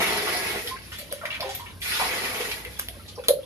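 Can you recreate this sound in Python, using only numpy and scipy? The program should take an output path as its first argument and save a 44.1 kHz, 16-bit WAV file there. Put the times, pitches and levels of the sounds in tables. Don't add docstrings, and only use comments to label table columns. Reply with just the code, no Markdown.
import sys
import numpy as np
from scipy import signal
from scipy.fft import rfft, irfft, next_fast_len
from scipy.io import wavfile

SR = 44100
rng = np.random.default_rng(int(sys.argv[2]) if len(sys.argv) > 2 else 0)


def master_out(mix):
    frames = np.transpose(np.atleast_2d(mix))
    ceiling = np.clip(frames, -1, 1)
    pcm = np.round(ceiling * 32767).astype(np.int16)
    wavfile.write(sys.argv[1], SR, pcm)


N = 152145

# (time [s], gurgle level [dB], splash level [dB], spray level [dB])
POUR_ONE = [(0, -18.5, -27, -32), (.04, -31, -31.5, -42.5), (.25, -32, -32.5, -41), (.5, -35.5, -35.5, -42),
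            (.58, -33.5, -38, -47), (.635, -55, -45, -43), (0.678, -50, -39.5, -42), (.74, -50, -49.5, -71),
            (.88, -74, -52.5, -55.5)]
POUR_TWO = [(1.805, -75, -73, -41.5), (1.83, -80, -37.5, -40), (1.885, -57, -29.5, -39.5),
            (1.97, -46, -30.5, -39.5), (2.03, -31.5, -31.5, -40), (2.1, -34.5, -35, -42),
            (2.39, -38.5, -37.5, -44.5), (2.53, -44, -39.5, -42.5), (2.62, -51, -50, -55),
            (2.78, -69, -52.5, -55)]
# (frequency [Hz], relative density [dB per Hz])
GURGLE_SPECTRUM = [(100, -16), (160, -1.5), (300, -7), (405, 7), (560, -4.5), (780, -1.5), (1400, -13),
                   (2200, -11.5), (5000, -54)]
SPLASH_SPECTRUM = [(350, -9), (600, -12), (850, -6), (1500, 1.5), (2500, 4.5), (3400, 0), (5000, -8),
                   (7000, -18), (9000, -23), (14000, -36)]
SPRAY_SPECTRUM = [(3000, -24), (6500, -3.5), (8200, -10.5), (9700, 3.5), (12800, 5), (14000, -61)]
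# (frequency [Hz], relative density [dB per Hz])
SPATTER_SPECTRUM = [(500, -19), (1500, -9), (3000, 2), (5000, 16), (8000, -14), (10500, 11), (13500, -2)]
# (time [s], level [dB], decay [s], centre [Hz], half-width near -6 dB [octaves])
SPLASHES = [(0.919, -36, 0.048, 2070, 1.02), (0.981, -38.5, 0.04, 2800, 0.77),
            (1.114, -41, 0.056, 2310, 1.14), (1.211, -38.5, 0.22, 1280, 0.75),
            (1.253, -24.5, 0.0056, 2090, 0.72), (1.302, -31, 0.036, 2430, 0.49),
            (1.343, -28, 0.011, 2200, 0.54), (1.405, -37.5, 0.12, 2190, 0.73), (1.42, -33, 0.074, 734, 0.3),
            (1.489, -37, 0.083, 2900, 0.99), (1.595, -42.5, 0.081, 990, 0.21),
            (1.66, -38.5, 0.024, 2310, 0.38), (1.817, -29, 0.015, 2550, 0.68),
            (1.998, -23.5, 0.037, 910, 0.49), (2.017, -26, 0.011, 1210, 1.1),
            (2.113, -26, 0.0092, 1800, 0.47), (2.405, -27, 0.01, 1700, 1.06),
            (2.514, -22, 0.0052, 2400, 0.73), (2.649, -30, 0.0086, 2210, 0.25),
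            (2.79, -32.5, 0.019, 1710, 1.55), (3.08, -38, 0.015, 3720, 0.53),
            (3.153, -43, 0.0085, 5200, 0.15), (3.175, -36.5, 0.016, 850, 0.25),
            (3.237, -40.5, 0.034, 2030, 0.91), (3.284, -32.5, 0.012, 1120, 0.47)]
# (time [s], pitch [Hz], level [dB], decay [s])
BUBBLES = [(.012, 920, -35, 0.032), (.348, 695, -18, 0.0084), (0.711, 1032, -29, 0.024),
           (.738, 1046, -32, 0.0095), (0.765, 1600, -26, 0.0031), (0.919, 1750, -33, 0.0045),
           (1.255, 1960, -9.5, 0.0015), (1.305, 2725, -19, 0.0036), (1.348, 2520, -31, 0.0056),
           (1.4065, 5060, -22.5, 0.0024), (1.425, 990, -23.5, 0.0042), (1.44, 523, -25.5, 0.031),
           (1.453, 392, -30.5, 0.038), (1.445, 780, -31, 0.015), (1.491, 775, -22.5, 0.014),
           (1.505, 704, -34, 0.0087), (1.5515, 11950, -17.5, 0.0015), (1.5615, 12200, -32, 0.0013),
           (1.595, 943, -36, 0.032), (2.012, 753.6, -21.5, 0.03), (2.65, 1720, -37, 0.0039),
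           (2.791, 1575, -31, .006)]
# (time [s], pitch [Hz], level [dB])
PLOPS = [(.55, 436, -35), (0.641, 450, -35), (.978, 585, -46), (1.005, 593, -41.5), (1.11, 560, -31),
         (1.229, 627, -32), (1.393, 620, -32.5), (2.397, 455, -29), (2.651, 466, -40), (2.885, 668, -46),
         (2.945, 563, -46), (3.174, 500, -31), (3.284, 536, -12)]
# (delay [s], level against the first arrival [dB])
WALLS = [(.0083, 4), (.0185, 3), (.0222, 5.5), (.0365, -7), (.0497, -3), (.067, -14), (.084, -8.5),
         (.103, -10.5), (.143, -26)]
# (time [s], level [dB], lower modes against top [dB], reverberation send [dB], time to peak [s])
TICKS = [(0.6736, -35, 11.5, -2.5, 0.00074), (0.9864, -29, -16, -3.5, 0.0014),
         (1.11, -44.5, 8.5, 1, 0.0011), (1.1249, -18.5, -16, -13, 0.001), (1.4059, -30, 9.5, -7, 0.0011),
         (1.5494, -21.5, -16, -14, .0007), (2.65, -30, -5, -14, 0.00068), (2.791, -31, -4, -9, 0.0015),
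         (2.795, -15, -20, -17.5, 0.0012), (2.8857, -21.5, -1, -10.5, 0.00045),
         (3.2834, -6, -6, -9.5, 0.00089), (3.2877, -14, -12, -11, 0.00047)]
# (frequency [Hz], relative density [dB per Hz])
TICK_TOP_SPECTRUM = [(4000, -4), (6300, -8), (8100, -11.5), (8800, -6), (9700, 8), (12600, 9.5),
                     (14000, -42)]
TICK_BODY_SPECTRUM = [(300, -5), (1000, -14), (2000, -3), (3700, 9.5), (5200, -1), (9000, -57)]
# (frequency [Hz], t60 [s])
YARD_T60 = [(200, 0.77), (1000, 0.13), (4000, 0.1763), (12000, .18)]
# (frequency [Hz], gain [dB])
YARD_WET = [(150, -14.5), (500, -1), (1300, 5.5), (5000, 8.5), (12000, 8)]
# (frequency [Hz], relative density [dB per Hz])
AIR_SPECTRUM = [(20, -36), (60, -2), (160, 3), (300, -2.5), (600, -9.5), (1200, -19.5), (2500, -17.5),
                (5000, -16.5), (8000, -30), (10500, -12.5), (13500, -25.5)]
# (centre [Hz], half-width at -6 dB [Hz], level before HUM_GAIN [dB])
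HUM_BANDS = [(61, 10, -58), (94.3, 7.1, -58.5)]
# (time [s], gain [dB])
HUM_GAIN = [(0, 6), (1.4, 3.5), (1.78, 9), (2.3, 2), (2.7, 8), (3.15, 10.5), (3.3, 0)]

BUBBLES_PER_S, BUBBLE_DECAY_CYCLES, BUBBLE_RISE = 4500, 7.9, 0.033
DROPS_PER_S, DROP_DB = 2500, 0
POUR_SPREAD_DB, SPLASH_SPREAD_DB = 3.3, 4.5
LUMPS_HZ, LUMPS_DB = 71, 1.5
FILL_RISE = 1.093
SPATTER_PER_S, SPATTER_SPREAD_DB, SPATTER_DB, SPATTER_DECAY_S = 130, 2, -12, 0.00018
SPLASH_RISE_S, SPLASH_SPRAY_DB = 0.00066, -14.5
TRICKLE_PER_S, TRICKLE_DB, TRICKLE_SPREAD_DB = 110, -55, 2.5
PLOP_SWELL_S, PLOP_PHASE_RISE_PER_S = 0.0019, 0.29
ECHO_SMEAR = 0.0077
POUR_WET_DB, SPLASH_WET_DB, PLOP_WET_DB, SPATTER_WET_DB = -1.5, -3.5, -10, 5.5
CHANNEL_LAG_S = 0.00014
AIR_DB = -48.5
EDGE_HZ = 13300


def pours():
    hz = np.fft.rfftfreq(N, 1 / SR)
    lumps = evened(irfft(rfft(rng.standard_normal(N)) / (1 + (hz / LUMPS_HZ) ** 4), N))
    swarm = water(POUR_SPREAD_DB) * amp(LUMPS_DB * np.clip(lumps, -2, 2))
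    out = np.zeros(N)
    for pour, rise in [(POUR_ONE, 1), (POUR_TWO, FILL_RISE)]:
        gurgle = [(hz * rise, db) for hz, db in GURGLE_SPECTRUM]
        for column, spectrum in enumerate([gurgle, SPLASH_SPECTRUM, SPRAY_SPECTRUM], 1):
            out += evened(coloured(swarm, spectrum)) * flow(pour, column)
    return out


def flow(pour, column):
    t, pour = np.arange(N) / SR, np.array(pour)
    start_s, end_s = pour[0, 0], pour[-1, 0]
    fade = np.exp(-np.maximum(t - end_s, 0) / 0.24) * (t >= start_s)
    return fade * amp(np.interp(t, pour[:, 0], pour[:, column]))


def water(spread_db, count=64):
    pitches = np.geomspace(200, 14000, count)
    shares = np.sqrt(pitches) / np.sqrt(pitches).sum()
    swarm = np.zeros(N)
    for hz, share in zip(pitches, shares):
        ring = bubble(hz * rng.uniform(1.0, 1.03), BUBBLE_DECAY_CYCLES / hz)
        band = signal.oaconvolve(clicks(BUBBLES_PER_S * share, spread_db), ring)[:N]
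        swarm += np.sqrt(hz) * evened(band)
    drops = evened(clicks(DROPS_PER_S, spread_db))
    return evened(evened(swarm) + amp(DROP_DB) * drops)


def bubble(hz, decay_s):
    t = np.arange(0, 6 * decay_s, 1 / SR)
    ring = np.sin(2 * np.pi * hz * t * (1 + BUBBLE_RISE * t / decay_s / 4))
    return ring * np.exp(-t / decay_s) * (1 - np.exp(-t * hz))


def clicks(per_s, spread_db):
    size = amp(spread_db * np.minimum(rng.exponential(1, N), 4.5))
    return size * rng.choice([-1, 1], N) * (rng.random(N) < per_s / SR)


def spatter(count=12):
    t = np.arange(SR // 200) / SR
    drops = np.zeros(N)
    for _ in range(count):
        grain = np.exp(-t / SPATTER_DECAY_S) * rng.standard_normal(len(t))
        drops += signal.oaconvolve(clicks(SPATTER_PER_S / count, SPATTER_SPREAD_DB), grain)[:N]
    splash_gain = flow(POUR_ONE, 2) + flow(POUR_TWO, 2)
    return amp(SPATTER_DB) * evened(coloured(drops, SPATTER_SPECTRUM)) * splash_gain


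def splashes():
    swarm, out = water(SPLASH_SPREAD_DB), np.zeros(N)
    spray = evened(coloured(swarm, SPRAY_SPECTRUM))
    size = next_fast_len(N)
    spectrum, octave = rfft(swarm, size), np.log2(np.fft.rfftfreq(size, 1 / SR) + 1)
    t = np.arange(SR // 3) / SR
    for s, db, decay_s, hz, width in SPLASHES:
        start = rng.integers(0, N - len(t))
        cut = slice(start, start + len(t))
        band = 1 / (1 + ((octave - np.log2(hz)) / width / 2) ** 2) ** 3
        body = evened(irfft(spectrum * band, size)[cut])
        shape = np.minimum(t / SPLASH_RISE_S, 1) * np.exp(-t / decay_s)
        burst = (body + amp(SPLASH_SPRAY_DB) * width * spray[cut]) * shape
        add(out, s, amp(db) * evened(burst) * np.sqrt(np.mean(shape ** 2)))
    for s, hz, db, decay_s in BUBBLES:
        add(out, s, amp(db) * bubble(hz, decay_s))
    return out


def trickle(count=24):
    drips = np.zeros(N)
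    for hz in np.geomspace(500, 4500, count):
        ring = evened(bubble(hz, BUBBLE_DECAY_CYCLES / hz)) * np.sqrt(hz)
        drips += signal.oaconvolve(clicks(TRICKLE_PER_S / count, TRICKLE_SPREAD_DB), ring)[:N]
    return amp(TRICKLE_DB) * evened(drips)


def plops():
    t, out = np.arange(SR // 20) / SR, np.zeros(N)
    for s, hz, db in PLOPS:
        ring = np.sin(2 * np.pi * hz * t * (1 + PLOP_PHASE_RISE_PER_S * t))
        for delay_s, wall_db in [(0.0038, 0)] + WALLS:
            u = t / (PLOP_SWELL_S + ECHO_SMEAR * delay_s)
            swell = (u / 2) ** 2 * np.exp(2 - u)
            add(out, s + delay_s, amp(db + wall_db) * swell * ring)
    return out


def ticks():
    t, out, send = np.arange(SR // 25) / SR, np.zeros(N), np.zeros(N)
    for s, db, body_db, wet_db, peak_s in TICKS:
        top, body = rng.standard_normal((2, len(t)))
        crack = evened(coloured(top, TICK_TOP_SPECTRUM))
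        crack += amp(body_db) * evened(coloured(body, TICK_BODY_SPECTRUM))
        crack *= amp(db) * t / peak_s * np.exp(1 - t / peak_s)
        add(out, s, crack)
        add(send, s, amp(wet_db) * crack)
    return out, send


def yard(x, send):
    n = SR // 2
    signs = rng.choice([-1, 1], (2, n))
    taps = signs * (rng.random((2, n)) < 0.12) * (np.arange(n) > 0.002 * SR)
    hz, t, z = signal.stft(taps, SR, nperseg=256)
    decay = amp(-60 * t / read(YARD_T60, hz)[:, None])
    decay /= np.sqrt(np.mean(decay ** 2, 1, keepdims=True))
    tail = signal.istft(z * decay, SR, nperseg=256)[1] / np.linalg.norm(taps, axis=1, keepdims=True)
    wet = signal.fftconvolve(send[None], coloured(tail, YARD_WET), axes=1)[:, :N]
    at = np.arange(N)
    left = np.interp(at - round(CHANNEL_LAG_S * SR), at, x)
    return (np.array([left, x]) + wet) / np.sqrt(2)


def background():
    noise = rng.standard_normal((4, N))
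    air = evened(coloured(noise[:2] + 1.13 * noise[2], AIR_SPECTRUM))
    hz, spectrum = np.fft.rfftfreq(N, 1 / SR), rfft(noise[3])
    hum = np.zeros(N)
    for centre_hz, width_hz, db in HUM_BANDS:
        hum += amp(db) * evened(irfft(spectrum / (1 + ((hz - centre_hz) / width_hz) ** 4), N))
    waver = amp(np.interp(np.arange(N) / SR, *np.transpose(HUM_GAIN)))
    return amp(AIR_DB) * air + hum * waver


def amp(db):
    return 10 ** (np.asarray(db) / 20)


def evened(x):
    return x / np.sqrt(np.mean(x ** 2) + 1e-20)


def read(points, hz):
    f, value = np.transpose(points)
    return np.interp(np.log(hz + 1), np.log(f + 1), value)


def add(mix, s, sound):
    part = mix[max(round(s * SR), 0):][:len(sound)]
    part += sound[:len(part)]


def coloured(x, points):
    n = x.shape[-1]
    size = next_fast_len(n + 4096)
    gain = amp(read(points, np.fft.rfftfreq(size, 1 / SR)))
    return irfft(rfft(x, size) * gain, size)[..., :n]


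def scene():
    out = background() + yard(*ticks())
    sources = [(pours(), POUR_WET_DB), (splashes() + trickle(), SPLASH_WET_DB),
               (plops(), PLOP_WET_DB), (spatter(), SPATTER_WET_DB)]
    for sound, wet_db in sources:
        out += yard(sound, amp(wet_db) * sound)
    return out


def record(dry):
    low_pass = signal.firwin(301, EDGE_HZ, window=("kaiser", 8), fs=SR)
    return signal.oaconvolve(dry, low_pass[None], "same")


dry = scene()
out = record(dry)
master_out(out)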